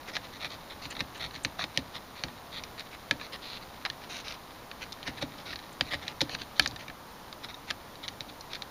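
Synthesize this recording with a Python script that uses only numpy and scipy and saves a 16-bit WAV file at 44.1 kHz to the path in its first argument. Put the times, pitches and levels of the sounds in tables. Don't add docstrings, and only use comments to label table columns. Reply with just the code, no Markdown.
import sys
import numpy as np
from scipy import signal
from scipy.fft import rfft, irfft, next_fast_len
from scipy.io import wavfile

SR = 44100
rng = np.random.default_rng(int(sys.argv[2]) if len(sys.argv) > 2 else 0)


def unload_wav(signal):
    wavfile.write(
        sys.argv[1],
        SR,
        np.round(np.clip(np.atleast_2d(signal).T, -1, 1) * 32767).astype(np.int16),
    )


N = 383669


def from_db(db):
    return 10 ** (np.asarray(db) / 20)


def unit_rms(x):
    return x / np.sqrt(np.mean(x ** 2) + 1e-20)


def add(out, start_s, sound):
    at = max(0, round(start_s * SR))
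    out[at:at + len(sound)] += sound[:max(0, N - at)]


def drift(turns_per_s, size):
    points = rng.standard_normal(size // 40 + 2)
    return np.interp(np.arange(size) * turns_per_s / SR, np.arange(len(points)), points)


def noise_tail(t, level_db, t60_s):
    return from_db(level_db - 60 * t / t60_s) * rng.standard_normal(len(t))


def ring(force, pitch_hz, t60_s):
    radius = from_db(-60 / (t60_s * SR))
    angle = 2 * np.pi * pitch_hz / SR
    return signal.lfilter([0, np.sin(angle)], [1, -2 * radius * np.cos(angle), radius ** 2], force + 1e-18)


def stick_slip(size, jerks_per_s, spread_db, rub_gain):
    slips = rng.random(size) < jerks_per_s / SR
    strength = from_db(spread_db * np.minimum(rng.exponential(1, size), 3.5))
    jerks = slips * strength * rng.choice([-1, 1], size)
    return unit_rms(jerks) + rub_gain * rng.standard_normal(size)


# frequency_hz, relative_density_db
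AIR_SPECTRUM = [(20, -1), (60, 0.5), (150, 0.5), (280, 0), (400, -3), (650, -1), (980, 0.5), (1600, -7.5),
                (2700, -14), (3900, -12.5), (6000, -17.5), (9000, -21.5), (15000, -21)]


def air(level_db, waver_db):
    frequency_hz, density_db = np.transpose(AIR_SPECTRUM)
    size = next_fast_len(N)
    bins_hz = np.maximum(np.arange(size // 2 + 1) * SR / size, 1)
    shape = from_db(np.interp(np.log(bins_hz), np.log(frequency_hz), density_db))
    noise = irfft(rfft(rng.standard_normal(size)) * shape, size)[:N]
    return from_db(level_db + waver_db * drift(6.6, N)) * unit_rms(noise)


# start_s, level_db
BIRD_CHIRPS = [(.9, -40), (1.17, -49), (1.43, -38.5), (5.722, -49)]


def bird(length_s, pitch_hz, width_hz):
    out, swell = np.zeros(N), np.hanning(int(length_s * SR))
    band = signal.butter(2, [pitch_hz - width_hz / 2, pitch_hz + width_hz / 2], "band", fs=SR, output="sos")
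    for start_s, level_db in BIRD_CHIRPS:
        squeak = unit_rms(signal.sosfilt(band, rng.standard_normal(len(swell))))
        add(out, start_s, from_db(level_db) * swell * squeak)
    return out


# pitch_hz, gain_db, base_t60_s
RAIL_MODES = [(524, -19.5, 0.024), (739, -17.5, 0.024), (977, -20, 0.016), (1200, -14, 0.015),
              (1633, -9, 0.0086), (1810, -7, 0.012), (2320, -2.5, 0.0046), (3020, -4.5, 0.0053),
              (3735, 1.5, 0.0049), (4260, 1, 0.0043), (4960, -7, 0.0052), (5750, -7.5, 0.0033),
              (6800, -12, 0.0022), (8870, -24, 0.0049), (10430, -24.5, 0.0038), (13300, -33.5, 0.0032)]


def rail(force, tilt_db, ring_factor, scatter_db, detune):
    out = np.zeros(len(force))
    for k, (pitch_hz, gain_db, base_t60_s) in enumerate(RAIL_MODES):
        strength, shift = rng.standard_normal(2)
        octaves_above_mid = np.clip(np.log2(pitch_hz / 2800), -1.2, 0.7)
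        gain = from_db(gain_db + tilt_db * octaves_above_mid + scatter_db * strength)
        out += (-1) ** k * gain * ring(force, pitch_hz * np.exp(detune * shift), base_t60_s * ring_factor)
    return out


def shuffling(level_db, restless_db, calm_db, calm_ramp_s):
    friction = stick_slip(N, jerks_per_s=400, spread_db=4, rub_gain=0.3)
    pressure = from_db(restless_db * np.minimum(drift(14, N), 1.5))
    crumble = rail(pressure * friction, tilt_db=-3, ring_factor=1, scatter_db=1, detune=0)
    calm = np.interp(np.arange(N) / SR, calm_ramp_s, [0, 1])
    return from_db(level_db + calm_db * calm) * unit_rms(crumble)


# pitch_hz, gain_db, t60_s, travel_s
PANEL_MODES = [(60.7, -4, 0.2, 0.015), (84.3, -11, 0.38, 0.015), (115, -5.5, 0.22, 0.0109),
               (139, -3, 0.19, 0.0059), (187.5, -7, 0.12, 0.00388), (243, -2.5, 0.092, 0.0136),
               (277, -1.5, 0.092, 0.01296), (318, -4.5, 0.095, 0.00831), (413, -7, 0.045, 0.00411),
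               (544.4, 5.5, 0.047, .002), (702.6, -12, 0.051, 0.00092), (861, 3.5, 0.055, 0.001)]


def panel(force, scatter_db, favoured_hz=250, loss_db_per_octave=0):
    out = np.zeros(len(force))
    for k, (pitch_hz, gain_db, t60_s, travel_s) in enumerate(PANEL_MODES):
        strength, shift = rng.standard_normal(2)
        octaves_away = abs(np.log2(pitch_hz / favoured_hz))
        gain = from_db(gain_db + scatter_db * strength - loss_db_per_octave * octaves_away)
        mode = gain * ring(force, pitch_hz * np.exp(0.043 * shift), t60_s)
        out += (-1) ** k * np.pad(mode, (round(travel_s * SR), 0))[:len(force)]
    return out


# start_s, level_db (before trim_db), favoured_hz
PANEL_THUMPS = [(.854, -50, 100), (1.0063, -42.5, 180), (1.4481, -41.5, 170), (1.64, -49, 600),
                (1.7741, -39, 260), (2.237, -43, 190), (3.1105, -38.5, 400), (5.0764, -41.5, 200),
                (5.2242, -36, 290), (5.8094, -42, 230), (5.9333, -40.5, 500), (6.2158, -34, 340),
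                (6.596, -41.5, 80), (6.6587, -48, 100), (6.711, -46.5, 90), (6.8811, -49, 250),
                (8.0807, -54, 250), (8.2069, -56, 250)]


def thumps(trim_db, shudder_db, shudder_t60_s):
    out, t = np.zeros(N), np.arange(int(0.4 * SR)) / SR
    for start_s, level_db, favoured_hz in PANEL_THUMPS:
        force = (t == 0) + noise_tail(t, shudder_db, shudder_t60_s)
        thump = panel(force, scatter_db=1, favoured_hz=favoured_hz, loss_db_per_octave=4.5)
        add(out, start_s, from_db(level_db + trim_db) * thump / thump[t < 0.04].std())
    return out


# pitch_hz, gain_db, t60_s
BOARD_MODES = [(757, -15, 0.048), (1305, -18, 0.081), (1693, -2.5, 0.026), (2170, -6.5, .018),
               (2400, -8, 0.03), (2570, -8, 0.024), (3110, 0.5, 0.017), (3670, -7, 0.019), (4330, 3, 0.012),
               (4950, 3, 0.0062), (5580, -6.5, 0.0122), (7000, -2.5, 0.0021), (10600, -6, 0.0037),
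               (13170, -18, .004)]


def board(force, favoured_hz, loss_db_per_octave):
    out = np.zeros(len(force))
    for k, (pitch_hz, gain_db, t60_s) in enumerate(BOARD_MODES):
        octaves_away = abs(np.log2(pitch_hz / favoured_hz))
        gain = from_db(gain_db - loss_db_per_octave * octaves_away)
        out += (-1) ** k * gain * ring(force, pitch_hz, t60_s)
    return out


# start_s, level_db, favoured_hz, loss_db_per_octave
BOARD_PLUCKS = [(0.1672, -33, 1800, 15), (3.1104, -21, 1950, 15), (3.8509, -30.5, 1350, 6),
                (5.8094, -29, 2570, 15), (6.596, -13.5, 3500, 0.5), (7.7085, -30.5, 2110, 13)]


def plucks(echo_db, echo_t60_s):
    out, t = np.zeros(N), np.arange(int(0.2 * SR)) / SR
    for start_s, level_db, favoured_hz, loss_db_per_octave in BOARD_PLUCKS:
        force = (t == 0) + noise_tail(t, echo_db, echo_t60_s)
        clack = board(force, favoured_hz, loss_db_per_octave)
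        add(out, start_s, from_db(level_db) * clack / clack[t < 0.006].std())
    return out


# time_s, level_db
LEAN_RUMBLE = [(0, -48.5), (1.2, -47), (1.6, -47.5), (2.2, -50.5), (4.7, -56), (5.1, -47.5), (6.7, -46.5),
               (7.2, -52), (8.7, -48.5)]
# start_s, length_s, level_db (before trim_db)
PAW_STROKES = [(0.078, 0.019, -41.5), (0.136, .033, -42), (0.233, 0.021, -48), (.331, 0.041, -48),
               (0.407, 0.026, -40), (0.446, 0.019, -37.5), (0.504, .045, -44), (0.701, 0.026, -44.5),
               (0.819, 0.042, -44), (.904, .024, -41.5), (0.952, 0.021, -41), (0.994, 0.01, -35.5),
               (1.147, .04, -47.5), (1.201, 0.061, -37.5), (1.339, 0.026, -41.5), (1.593, .036, -35.5),
               (1.743, .05, -48), (1.946, 0.026, -40), (2.153, 0.069, -49), (2.522, 0.072, -41.5),
               (2.781, 0.029, -42.5), (2.915, 0.035, -47), (3.207, 0.06, -46.5), (3.324, 0.031, -40.5),
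               (3.424, 0.15, -44), (3.616, 0.017, -49), (4.017, .03, -48.5), (4.099, 0.11, -42),
               (4.248, 0.1, -43.5), (4.814, 0.024, -39.5), (5.064, .028, -36.5), (5.172, 0.017, -42.5),
               (5.219, 0.0089, -34), (5.381, .04, -50), (5.459, 0.077, -42.5), (5.856, 0.041, -46.5),
               (5.912, 0.038, -33), (6.022, 0.016, -44), (6.068, .05, -46.5), (6.305, .045, -41),
               (6.385, 0.049, -42), (6.564, 0.1, -43.5), (6.794, 0.043, -47.5), (7.436, 0.016, -39),
               (7.488, 0.0195, -44), (7.678, .03, -43.5), (8.032, 0.015, -40.5), (8.286, 0.019, -47),
               (8.504, 0.063, -46)]


def strokes(trim_db, tilt_db, rise_s, fall_s, judder_db):
    swell_db, arch_db, catch_db = 0.5, 1, -12
    usual_stroke_db, rumble_share = -37.5, 0.75
    lead_s, skim_db_per_s = 0.04, 25
    out, t = np.zeros(N), np.arange(int(0.4 * SR)) / SR - lead_s
    for start_s, length_s, level_db in PAW_STROKES:
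        contact = np.exp(np.minimum(t, 0) / rise_s - np.maximum(t - length_s, 0) / fall_s)
        off_centre = 2 * np.clip(t / length_s, 0, 1) - 1
        pressure_db = swell_db * off_centre - arch_db * off_centre ** 2 + judder_db * drift(125.4, len(t))
        catches = from_db(catch_db) * stick_slip(len(t), jerks_per_s=50, spread_db=0, rub_gain=0)
        friction = stick_slip(len(t), jerks_per_s=800, spread_db=3, rub_gain=0.63)
        force = contact * from_db(pressure_db) * (friction + catches)

        skim_db = skim_db_per_s * length_s
        rasp = rail(force, tilt_db + skim_db, ring_factor=0.63, scatter_db=1.66, detune=0.031)
        during = (t > 0) & (t < length_s)
        add(out, start_s - lead_s, from_db(level_db + trim_db) * rasp / rasp[during].std())

        rumble = panel(force, scatter_db=-0.5)
        rumble_rms = np.sqrt(np.sum(rumble ** 2) / (SR * (length_s + 0.013)))
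        lean_db = np.interp(start_s, *np.transpose(LEAN_RUMBLE))
        rumble_db = lean_db + rumble_share * (level_db - usual_stroke_db)
        add(out, start_s - lead_s, from_db(rumble_db) * rumble / rumble_rms)
    return out


# start_s, level_db (before trim_db), tilt_db, claw_count
CLAW_SNAPS = [(0.153, -33, -1, 2), (0.1664, -27.5, -5.5, 1), (.446, -30.5, -6.5, 1), (.854, -37, -6, 1),
              (1.0055, -25.5, -2.5, 1), (1.309, -42, -5, 1), (1.4484, -22.5, -1, 1), (1.592, -31.5, -17, 1),
              (1.6105, -32, -14, 1), (1.64, -28, -2, 1), (1.762, -42, 5, 1), (1.7741, -20, 2.5, 1),
              (2.237, -26.5, -1, 1), (2.283, -41, -8.5, 1), (2.637, -35, 6, 1), (2.795, -35.5, 3, 1),
              (3.1102, -23.5, 3, 1), (3.198, -42, -5, 1), (3.2132, -35.5, -8.5, 1), (3.8522, -30, -5.5, 3),
              (3.9001, -29.5, 4, 1), (4.282, -35, 10, 1), (4.3233, -40, 13, 1), (4.714, -36.5, -6, 1),
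              (4.922, -37.5, 17, 2), (5.029, -38, 1, 1), (5.0764, -33, -8, 1), (5.2242, -32.5, 1, 1),
              (5.5308, -33.5, -4, 1), (5.558, -34.5, 1, 1), (5.59, -41, -1, 1), (5.8093, -20.5, 1, 1),
              (5.9338, -31, -8, 1), (6.0801, -29, 4.5, 1), (6.2066, -25, 0.5, 2), (6.2156, -21, 4.5, 1),
              (6.2942, -34, -7.5, 1), (6.3489, -29, -1.5, 1), (6.596, -21, 0, 1), (6.6223, -35, 10, 1),
              (6.6594, -23.5, -3, 1), (6.675, -29.5, 37, 1), (6.711, -41.5, 14, 1), (6.761, -37, 1, 1),
              (6.8808, -37.5, -4, 1), (6.899, -38, -8, 1), (7.327, -38, 1, 1), (7.543, -39, 6, 1),
              (7.7038, -28.5, 1.5, 2), (7.955, -44.5, 0, 1), (8.0801, -32, 2.5, 2), (8.2068, -31.5, 1.5, 1),
              (8.4088, -40, 62, 1), (8.5324, -33, 4.5, 1), (8.549, -37, 2, 2), (8.621, -32, 0, 1)]


def snaps(trim_db, splinter_db, splinter_s, echo_db, echo_t60_s, tip_hz):
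    tick_db, tick_hz, nudge_db, claw_gap_s = -10, 9000, -27, 0.0048
    usual_snap_db, damping_per_db = -28, 0.03
    out, t = np.zeros(N), np.arange(int(0.12 * SR)) / SR
    release = signal.unit_impulse(len(t))
    claw_tip = signal.butter(1, tip_hz, "high", fs=SR)
    tick = signal.sosfilt(signal.butter(2, tick_hz, "high", fs=SR, output="sos"), release)
    tick *= from_db(tick_db) / abs(tick).max()
    for start_s, level_db, tilt_db, claw_count in CLAW_SNAPS:
        ring_factor = 1.27 * np.exp(-damping_per_db * (level_db - usual_snap_db))
        for release_s in start_s + claw_gap_s * np.arange(claw_count):
            fibres = stick_slip(len(t), jerks_per_s=1500, spread_db=3.5, rub_gain=0.1)
            splinters = from_db(splinter_db) * fibres * np.exp(-t / splinter_s)
            echo = noise_tail(t, echo_db, echo_t60_s)
            force = signal.lfilter(*claw_tip, release + splinters + echo)
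            crack = rail(force, tilt_db, ring_factor, scatter_db=1.5, detune=0.03)
            add(out, release_s, from_db(level_db + trim_db) * (crack / crack[t < 0.006].std() + tick))
        nudge = panel(release, scatter_db=4.3)
        add(out, start_s, from_db(level_db + nudge_db) * nudge / nudge[t < 0.04].std())
    return out


def scene():
    mix = air(level_db=-47.5, waver_db=0.3)
    mix += bird(length_s=0.017, pitch_hz=7680, width_hz=1300)
    mix += shuffling(level_db=-57.5, restless_db=2.5, calm_db=-5.5, calm_ramp_s=(6.8, 7.0))
    mix += strokes(trim_db=0.18, tilt_db=-1.5, rise_s=0.0045, fall_s=0.0076, judder_db=1.9)
    mix += snaps(trim_db=-1.5, splinter_db=-18.5, splinter_s=0.003,
                 echo_db=-37, echo_t60_s=0.11, tip_hz=1020)
    mix += plucks(echo_db=-51, echo_t60_s=0.21)
    mix += thumps(trim_db=-0.75, shudder_db=-40, shudder_t60_s=0.42)
    return mix[None]


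def record(dry):
    dip_hz, cutoff_hz = 7870, 15500
    notch = signal.iirnotch(dip_hz, Q=9, fs=SR)
    lowpass = signal.ellip(12, 0.1, 80, cutoff_hz, fs=SR, output="sos")
    dipped = signal.lfilter(*notch, signal.lfilter(*notch, dry))
    return signal.sosfilt(lowpass, dipped)


dry = scene()
out = record(dry)
unload_wav(out)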